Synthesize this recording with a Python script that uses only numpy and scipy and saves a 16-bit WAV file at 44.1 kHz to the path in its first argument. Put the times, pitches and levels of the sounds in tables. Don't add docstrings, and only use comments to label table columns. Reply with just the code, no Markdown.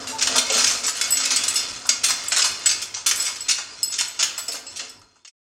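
import sys
import numpy as np
from scipy import signal
from scipy.fft import rfft, irfft, next_fast_len
from scipy.io import wavfile
from scipy.ndimage import map_coordinates

SR = 44100
rng = np.random.default_rng(int(sys.argv[2]) if len(sys.argv) > 2 else 0)


def transcribe(signal):
    frames = np.atleast_2d(signal).T
    limited = np.clip(frames, -1, 1)
    pcm = np.round(limited * 32767).astype(np.int16)
    wavfile.write(sys.argv[1], SR, pcm)


N = 245769
TIME = np.arange(N) / SR

# time in seconds, level in dB.
RATTLE_LEVELS = [(0, -38), (.2, -44.5), (.34, -25.5), (.45, -35.5), (.56, -25), (.74, -34), (.85, -40),
                 (1.3, -29), (1.68, -31.5), (1.9, -43.5), (2.2, -33), (2.8, -37), (3.0, -48.5), (3.2, -33),
                 (3.5, -43.5), (4.3, -41), (4.6, -49), (4.85, -41.5), (5.0, -61), (5.3, -54.5)]
# frequency in Hz, level in dB.
LINK_SPECTRUM = [(300, -56.5), (600, -32.5), (1100, -14), (1350, -4), (2000, -10), (2600, -4.5), (4000, -5),
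                 (5200, 1.5), (7000, 2.5), (8400, -2.5), (9300, -8.5), (12000, -22), (14500, -24),
                 (16000, -38)]
# pitch in Hz, level in dB, ring time in seconds before it is shortened.
FRAME_MODES = [(600, -26, .2), (690, -26, .2), (1030, -24, .2), (1280, -16, .2), (1400, -15, .15),
               (1570, -16, .15), (1930, -15, .15), (2170, -11, .25), (2585, -10, .17), (2832, -10, .17),
               (3100, -11, .1), (3470, -8, .15), (3578, -7, .18), (4200, -7, .12), (4291, -5, .2),
               (4829, -6, .18), (5040, -7, .12), (5200, -8, .12), (5360, -6, .15), (5670, -6, .12),
               (6200, -6, .1), (6610, -5, .1), (7165, -5, .1)]
# pitch in Hz, width in Hz, level in dB.
PANEL_MODES = [(446.7, 16, -1.5), (563.4, 15, -2), (557, 95, -13), (697, 71, -3), (944, 83, -10),
               (1348, 250, -5.5)]
# frequency in Hz, level in dB.
DRONE_SPECTRUM = [(15, -34.5), (25, -27.5), (92, -0.5), (151, 7.5), (437, 12), (487, -19.5), (743, 3.5),
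                  (845, 6.5), (1010, 13.5), (1130, -16), (1240, -13.5), (1580, 0.5), (2000, -9),
                  (2600, -32.5), (4400, -120)]
# pitch in Hz, width in Hz, level in dB.
HUM_BANDS = [(47.2, 9.5, -2), (99.8, 23, 0.5)]
# start in seconds, level in dB, level of the lowest mode in dB.
THUMPS = [(0.009, -35, -3), (0.089, -34.5, 2), (0.289, -30, -19), (0.349, -24, 1.5), (0.499, -24, -20),
          (0.549, -24, -5), (0.749, -31, -9), (1.309, -35, -2), (1.556, -42.5, 15), (1.888, -36, 0),
          (2.363, -40, -3), (4.484, -33.5, -13), (4.539, -35, -1.5), (4.81, -40, -10), (5.015, -64, 9)]
# frequency in Hz, ring time in seconds.
HALL_RING_TIMES = [(300, 0.95), (2000, 0.56), (6000, 0.38), (9000, 0.29), (16000, 0.38)]
# start in seconds, level in dB, treble boost in dB,
# boost of the frame's low knock in dB, rise time in milliseconds, fall time in milliseconds.
SLAPS = [(0.071, -26, 6.5, 5, 0.83, 40), (0.184, -24, -10, 1.5, 2, 22), (0.209, -18, 4, -4, 1.6, 31),
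         (0.224, -12, -15, -2, 1.3, 8), (0.271, -13.5, 3, 5, 1, 8.6), (0.355, -15.5, -0.5, 12, 2, 23),
         (0.381, -9.5, 7, -25, 0.91, 9), (0.464, -28.5, 7, -25, 2, 15), (0.499, -16.5, -17, -24, 2, 10),
         (0.521, -19.5, 0, -22, 11, 90), (0.577, -18.5, -0.5, 5, 0.6, 95), (0.598, -22.5, 6, 4.5, 1.3, 15),
         (0.642, -8.5, 5, -5.5, 0.93, 4.9), (0.663, -16.5, 2, -1.5, 2, 64), (0.707, -31, 0.5, 23.5, 3, 8),
         (0.832, -21, -10, -2.5, 4.2, 44), (0.878, -18.5, 7, 3.5, 4, 12), (0.951, -30, 8, 2.0, 2, 150),
         (1.012, -12.5, 7, -9, 2, 6), (1.036, -23, -6, 4, 2.3, 21), (1.169, -17, -9, -6, 1.3, 13),
         (1.199, -20, -7, 10, 2, 13), (1.232, -20, -10, -9, 1.8, 23), (1.257, -16, 2.5, -12.5, 2.4, 6.2),
         (1.305, -15, 6.5, 0.5, 0.85, 28), (1.36, -16, 14, -17, 4, 11.6), (1.434, -17.5, 10, 0.5, 2, 9.7),
         (1.48, -18.5, 17.5, -1, 2, 9.4), (1.557, -20, 4.5, -18, 6.1, 17), (1.853, -33, 1, 23, 2.8, 16),
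         (1.89, -6, -11, -2.5, 2.2, 5.5), (1.899, -26, -1, -7, 2, 3.9), (2.034, -13.5, 10.5, -6.0, 6.6, 20),
         (2.083, -18.5, 18.5, 5, 3.1, 17), (2.104, -14.5, 4, 4, 1.1, 12.7),
         (2.318, -15, -2.5, 3, 1.7, 18.6), (2.362, -14, 1.5, 6, 1.2, 22), (2.39, -15, -6, 5, 1.5, 13.4),
         (2.418, -11.5, -10.5, -19.5, 3.6, 6.8), (2.44, -15.5, 5, 7.5, 2, 25),
         (2.658, -14.5, 12, -4, 3, 10), (2.689, -16, -6.5, -1.5, 2.7, 20), (2.71, -17.5, 8, 0, 2.4, 13),
         (2.817, -23.5, 9.5, -4, 4.1, 11.6), (2.941, -23, -19, -7.5, 2.7, 13),
         (2.961, -31, -11.5, 11.5, 5.1, 38), (3.062, -12.5, -9, 0, 0.96, 16.6),
         (3.087, -18.5, 11.5, 3, 0.72, 14), (3.11, -13, -2, 3.5, 1.1, 8.4),
         (3.199, -28.5, 15, 5.5, 2.2, 46), (3.248, -22.5, 4, 0, 14, 24), (3.278, -30, -4, 20.5, 2, 20),
         (3.359, -29, 4, 0, 1.8, 5.8), (3.483, -16, -10, -19, 4.9, 17), (3.49, -17, 7, -4, 2.1, 15),
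         (3.508, -13.5, 1, -9.5, 2.2, 9.7), (3.58, -26.5, -8, 12.0, 4.1, 22),
         (3.921, -26.5, -8.5, -1, 1.8, 48), (3.939, -23, -15.0, -15, 1.7, 11),
         (3.983, -18.5, 3, -15.5, 5.6, 23), (4.009, -13.5, -3, 7.5, 0.46, 6), (4.19, -17, -8, 1.0, 6, 25),
         (4.227, -10.5, 9, -7, 0.52, 12.2), (4.378, -28.5, 21, 5, 2, 24), (4.482, -28, 3, 3, 1.6, 15),
         (4.516, -27.5, 19.5, -36, 3.4, 21), (4.544, -29.5, 6, 11, 2, 24), (4.759, -28.5, 8, -23, 4.4, 16),
         (4.79, -26, -27, 0, 4.5, 17), (5.015, -45, 0, 18, 2, 3.9), (5.156, -48.5, -20, 22, 2, 28),
         (5.248, -19, -24, -2, 0.88, 13.6), (5.274, -14.5, -3, -14, 2, 16)]
# start in seconds, level in dB.
TICKS = [(0.365, -11), (0.579, -12.5), (0.9702, -21), (1.0794, -23), (1.254, -15.5), (1.454, -22.5),
         (1.5444, -15), (1.7918, -38.5), (1.8685, -20), (1.89, -13), (2.0594, -22), (2.2394, -25.5),
         (2.2994, -23.5), (2.3828, -11.5), (2.514, -23.5), (2.5945, -32), (3.066, -6), (3.072, -5),
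         (3.0893, -9), (3.1144, -18), (3.159, -13), (3.2244, -13), (3.3553, -32), (3.9878, -21),
         (4.0114, -21), (4.7257, -42), (4.995, -45)]
# frequency in Hz, level in dB.
TICK_SPECTRUM = [(2000, -34.5), (6000, -8.5), (9000, 0.5), (13000, -13), (16000, -25.5)]
# start in seconds, level in dB, boost of the low modes in dB,
# boost of the high modes in dB, how freely it hangs from 0 to 1.
CLINKS = [(0.521, -23, -2, -6, 0.9), (0.8655, -19, -13, -4, 1), (1.1054, -20.5, -13, 9, 0.84),
          (1.1223, -18, 0, -3, 1), (1.361, -9, -4, -5.5, 0.16), (1.4825, -17, -27, -17, 0.4),
          (1.5574, -20.5, 6, 1.5, 1), (2.283, -19, -19, -6, 0.3), (2.6593, -16, -2, -9.5, 1),
          (2.817, -31.5, -10.5, 3, 0.8), (3.17, -27.5, -10, 5, 1), (3.1994, -22, 1, -22, 1),
          (3.4069, -27.5, 2.5, -4, 0.8), (3.8303, -15.5, 3.5, -2, 0.81), (4.0794, -33, -22, 0.5, 0.85),
          (4.3779, -24.5, -3, -10, 0.94), (4.4818, -25, 3, -4, 0.56), (4.6665, -36, 5.5, -15, 0.9),
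          (4.894, -40.5, 8.5, 1, 0.49)]
# pitch in Hz, level in dB, ring time in seconds before a blow scales it.
SHACKLE_MODES = [(2810, -12, .1), (4285, -15, .5), (5012, -10, .1), (5163, -4, .15), (5358, -8, .3),
                 (7330, -6, .2), (7843, -3, .2), (7865, -2, .33), (8320, -4, .2), (10440, -14, .15),
                 (11060, -14, .17), (11810, -16, .15), (12070, -12, .15), (12900, -16, .24),
                 (14110, -19, .15), (14690, -21, .13)]
# frequency in Hz, gain in dB.
BASS_CUT = [(20, -34), (150, -8), (300, -1)]

LOWEST_MODE_HZ, LOWEST_MODE_WIDTH_HZ = 257.1, 16
SHAKEN_DB, SHAKEN_RING_S = -21.5, 0.38
PUSH_FALL_S, PUSH_TOP_HZ = 0.02, 800
FADE_START_S, FADE_END_S, TOP_HZ = 4.985, 5.314, 15900


def amp(db):
    return 10 ** (np.asarray(db) / 20)


def unit(x):
    return x / np.sqrt(np.mean(x ** 2) + 1e-20)


def along(points, hz):
    freqs, values = np.transpose(points)
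    return np.interp(np.log(hz + 1), np.log(freqs + 1), values)


def filtered(x, response):
    size = next_fast_len(len(x) + 8192)
    return irfft(rfft(x, size) * response(np.fft.rfftfreq(size, 1 / SR)), size)[:len(x)]


def coloured(x, spectrum):
    return filtered(x, lambda hz: amp(along(spectrum, hz)))


def resonances(modes, hz):
    return sum((-1) ** k * amp(db) * 1j * hz * width / (pitch ** 2 - hz ** 2 + 1j * hz * width)
               for k, (pitch, width, db) in enumerate(modes))


def ringing(modes, ring_scale=1, detune=0, size=SR // 3):
    hz, db, ring_s = np.transpose(modes)[:, :, None]
    t = TIME[:size]
    hz = hz * (1 + detune * rng.standard_normal(hz.shape))
    return amp(db - 60 * t / np.clip(ring_scale * ring_s, .01, 1)) * np.sin(2 * np.pi * hz * t)


def wobble(per_second):
    return map_coordinates(rng.standard_normal(int(N * per_second / SR) + 4), [TIME * per_second])


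def contacts(size, per_second, spread_db, ring_s):
    clicks = (rng.random(size) < per_second / SR) * amp(spread_db * rng.standard_normal(size))
    decay = amp(-60 * TIME[:SR // 20] / ring_s)
    power = signal.fftconvolve(clicks ** 2, decay ** 2)[:size]
    return unit(np.sqrt(np.abs(power)) * rng.standard_normal(size))


def chain_rattle():
    swing = amp(np.interp(TIME, *np.transpose(RATTLE_LEVELS)))
    shaken_power = np.zeros(N)
    for start_s, db, *_ in SLAPS:
        age = np.clip(TIME - start_s, 0, None)
        shaken_power += (TIME >= start_s) * amp(db + SHAKEN_DB - 60 * age / SHAKEN_RING_S) ** 2
    touches = contacts(N, per_second=1500, spread_db=0, ring_s=.008)
    frame, step = np.zeros(N + SR), SR // 16
    for start in range(0, N, step):
        strengths = amp(4 * rng.standard_normal(len(FRAME_MODES)))
        ring = strengths @ ringing(FRAME_MODES, ring_scale=.4, detune=.01, size=SR // 8)
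        part = signal.fftconvolve(touches[start:start + step], ring)
        frame[start:start + len(part)] += part
    links = unit(coloured(touches, LINK_SPECTRUM)) + amp(-0.5) * unit(frame[:N])
    panel_touches = contacts(N, per_second=1800, spread_db=3, ring_s=0.038)
    panels = unit(filtered(panel_touches, lambda hz: resonances(PANEL_MODES, hz)))
    return np.sqrt(swing ** 2 + shaken_power) * links + amp(-40.5 - 4.5 * TIME) * panels


def panel_drone():
    noise = rng.standard_normal(N)
    ring = filtered(noise, lambda hz: 1 / (1 + ((hz - LOWEST_MODE_HZ) / LOWEST_MODE_WIDTH_HZ) ** 2))
    return amp(-42.5 - 5.4 * TIME + 4 * wobble(5.7)) * unit(ring)


def far_machines():
    def hum_gain(hz):
        return sum(amp(db) / (1 + ((hz - pitch) / width) ** 4) for pitch, width, db in HUM_BANDS)

    drone = unit(coloured(rng.standard_normal(N), DRONE_SPECTRUM))
    hum = unit(filtered(rng.standard_normal(N), hum_gain))
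    return amp(-50 - 2 * TIME + 2.2 * wobble(8)) * (drone + amp(-4.5) * hum)


def panel_thumps():
    out, t = np.zeros(N + SR), TIME[:SR // 3]
    for start_s, db, lowest_db in THUMPS:
        push = np.exp(-t / PUSH_FALL_S) * rng.standard_normal(len(t))
        modes = [(LOWEST_MODE_HZ, LOWEST_MODE_WIDTH_HZ, lowest_db), *PANEL_MODES]
        modes = [(pitch, width, level + 2.5 * rng.standard_normal()) for pitch, width, level in modes]
        boom = filtered(push, lambda hz: resonances(modes, hz) / (1 + 1j * hz / PUSH_TOP_HZ) ** 2)
        out[round(start_s * SR):][:len(t)] += amp(db) * boom / np.abs(boom).max() * np.sqrt(2)
    return out[:N]


def hall_echo(x):
    out, step, delay = np.zeros(N + 2 * SR), SR // 4, 300
    for start in range(0, N, step):
        hz, t, noise = signal.stft(rng.standard_normal(SR * 3 // 4), SR, nperseg=256)
        decay = amp(-60 * t / along(HALL_RING_TIMES, hz)[:, None])
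        tail = signal.istft(noise * decay, SR, nperseg=256)[1]
        echo = signal.fftconvolve(x[start:start + step], tail / np.linalg.norm(tail))
        out[start + delay:][:len(echo)] += echo
    return out[:N]


def link_ring(count, ring_s):
    hz = rng.uniform(2000, 13000, count)
    db = along(LINK_SPECTRUM, hz) + 2.5 * rng.standard_normal(count)
    return ringing(np.transpose([hz, db, np.full(count, ring_s)])).sum(axis=0)


def chain_slaps():
    out, t = np.zeros(N + SR), TIME[:SR // 3]
    ms = 1000 * t
    for start_s, db, treble_db, knock_db, rise_ms, fall_ms in SLAPS:
        shape = (1 - np.exp(-ms / rise_ms)) * np.exp(-ms / min(fall_ms, 100))
        shape = shape / shape.max()
        burst = shape * contacts(len(t), per_second=2500, spread_db=1.5, ring_s=0.0032)
        tones = ringing(FRAME_MODES, ring_scale=.45, detune=.008)
        strengths = amp(2.5 * rng.standard_normal(len(tones))) * rng.choice([-1, 1], len(tones))
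        one_hit = amp(-19) * (strengths @ tones) + amp(-22) * link_ring(count=20, ring_s=.055)
        ring = signal.fftconvolve(one_hit, burst[:SR // 20] / np.sqrt(SR * 0.0014))[:len(t)]
        slap = coloured(burst, LINK_SPECTRUM) + ring
        slap = slap * np.linalg.norm(shape) / np.linalg.norm(slap)
        tilt = [(300, -6), (900, knock_db), (2200, 0), (8000, 0), (11500, treble_db)]
        out[round(start_s * SR):][:len(t)] += amp(db) * coloured(slap, tilt)
    return out[:N]


def hook_squeak(start_s=.108, length_s=.08, hz=888, db=-29):
    swell = np.sin(np.pi * np.clip((TIME - start_s) / length_s, 0, 1)) ** 2
    return amp(db) * swell * np.sin(2 * np.pi * hz * TIME)


def link_ticks(ring_s=0.04):
    out, t = np.zeros(N + SR), TIME[:SR // 20]
    for start_s, db in TICKS:
        out[round(start_s * SR):][:len(t)] += amp(db - 60 * t / ring_s) * rng.standard_normal(len(t))
    return coloured(out[:N], TICK_SPECTRUM)


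def shackle_clinks():
    out, t = np.zeros(N + SR), TIME[:SR // 3]
    hz = np.array(SHACKLE_MODES)[:, 0]
    per_mode = (len(hz), 1)
    shape = (1 - np.exp(-t / 0.00059)) * np.hanning(2 * len(t))[len(t):]
    for start_s, db, low_db, high_db, freedom in CLINKS:
        place_db = 3.5 * rng.standard_normal(len(hz))
        strengths = amp(place_db + (hz < 6000) * low_db + (hz > 9500) * high_db)
        tones = ringing(SHACKLE_MODES, freedom * rng.uniform(.6, 1.1, per_mode), detune=.0015)
        beat_hz = rng.uniform(15, 60, per_mode)
        beats = 1 + .4 * np.sin(2 * np.pi * (beat_hz * t + rng.random(per_mode)))
        out[round(start_s * SR):][:len(t)] += amp(db) * shape * (strengths @ (tones * beats))
    return out[:N]


def ringing_bar(start_s=4.79, hz=4197, db=-45, ring_s=1.8):
    age = np.clip(TIME - start_s, 0, None)
    rise = 1 - np.exp(-age / 0.011)
    return amp(db - 60 * age / ring_s) * rise * np.sin(2 * np.pi * hz * age)


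def scene():
    blows = chain_slaps() + shackle_clinks() + link_ticks() + panel_thumps()
    blows += hook_squeak() + ringing_bar()
    steel = blows + amp(-6) * hall_echo(blows) + chain_rattle() + panel_drone()
    return (coloured(steel, BASS_CUT) + far_machines())[None]


def record(dry):
    rounded = dry[0] / (1 + np.abs(dry[0] / .9) ** 3) ** (1 / 3)
    fade = np.clip((FADE_END_S - TIME) / (FADE_END_S - FADE_START_S), 0, 1) ** 1.26
    return filtered(rounded * fade, lambda hz: 1 / (1 + (hz / TOP_HZ) ** 200))[None]


dry = scene()
out = record(dry)
transcribe(out)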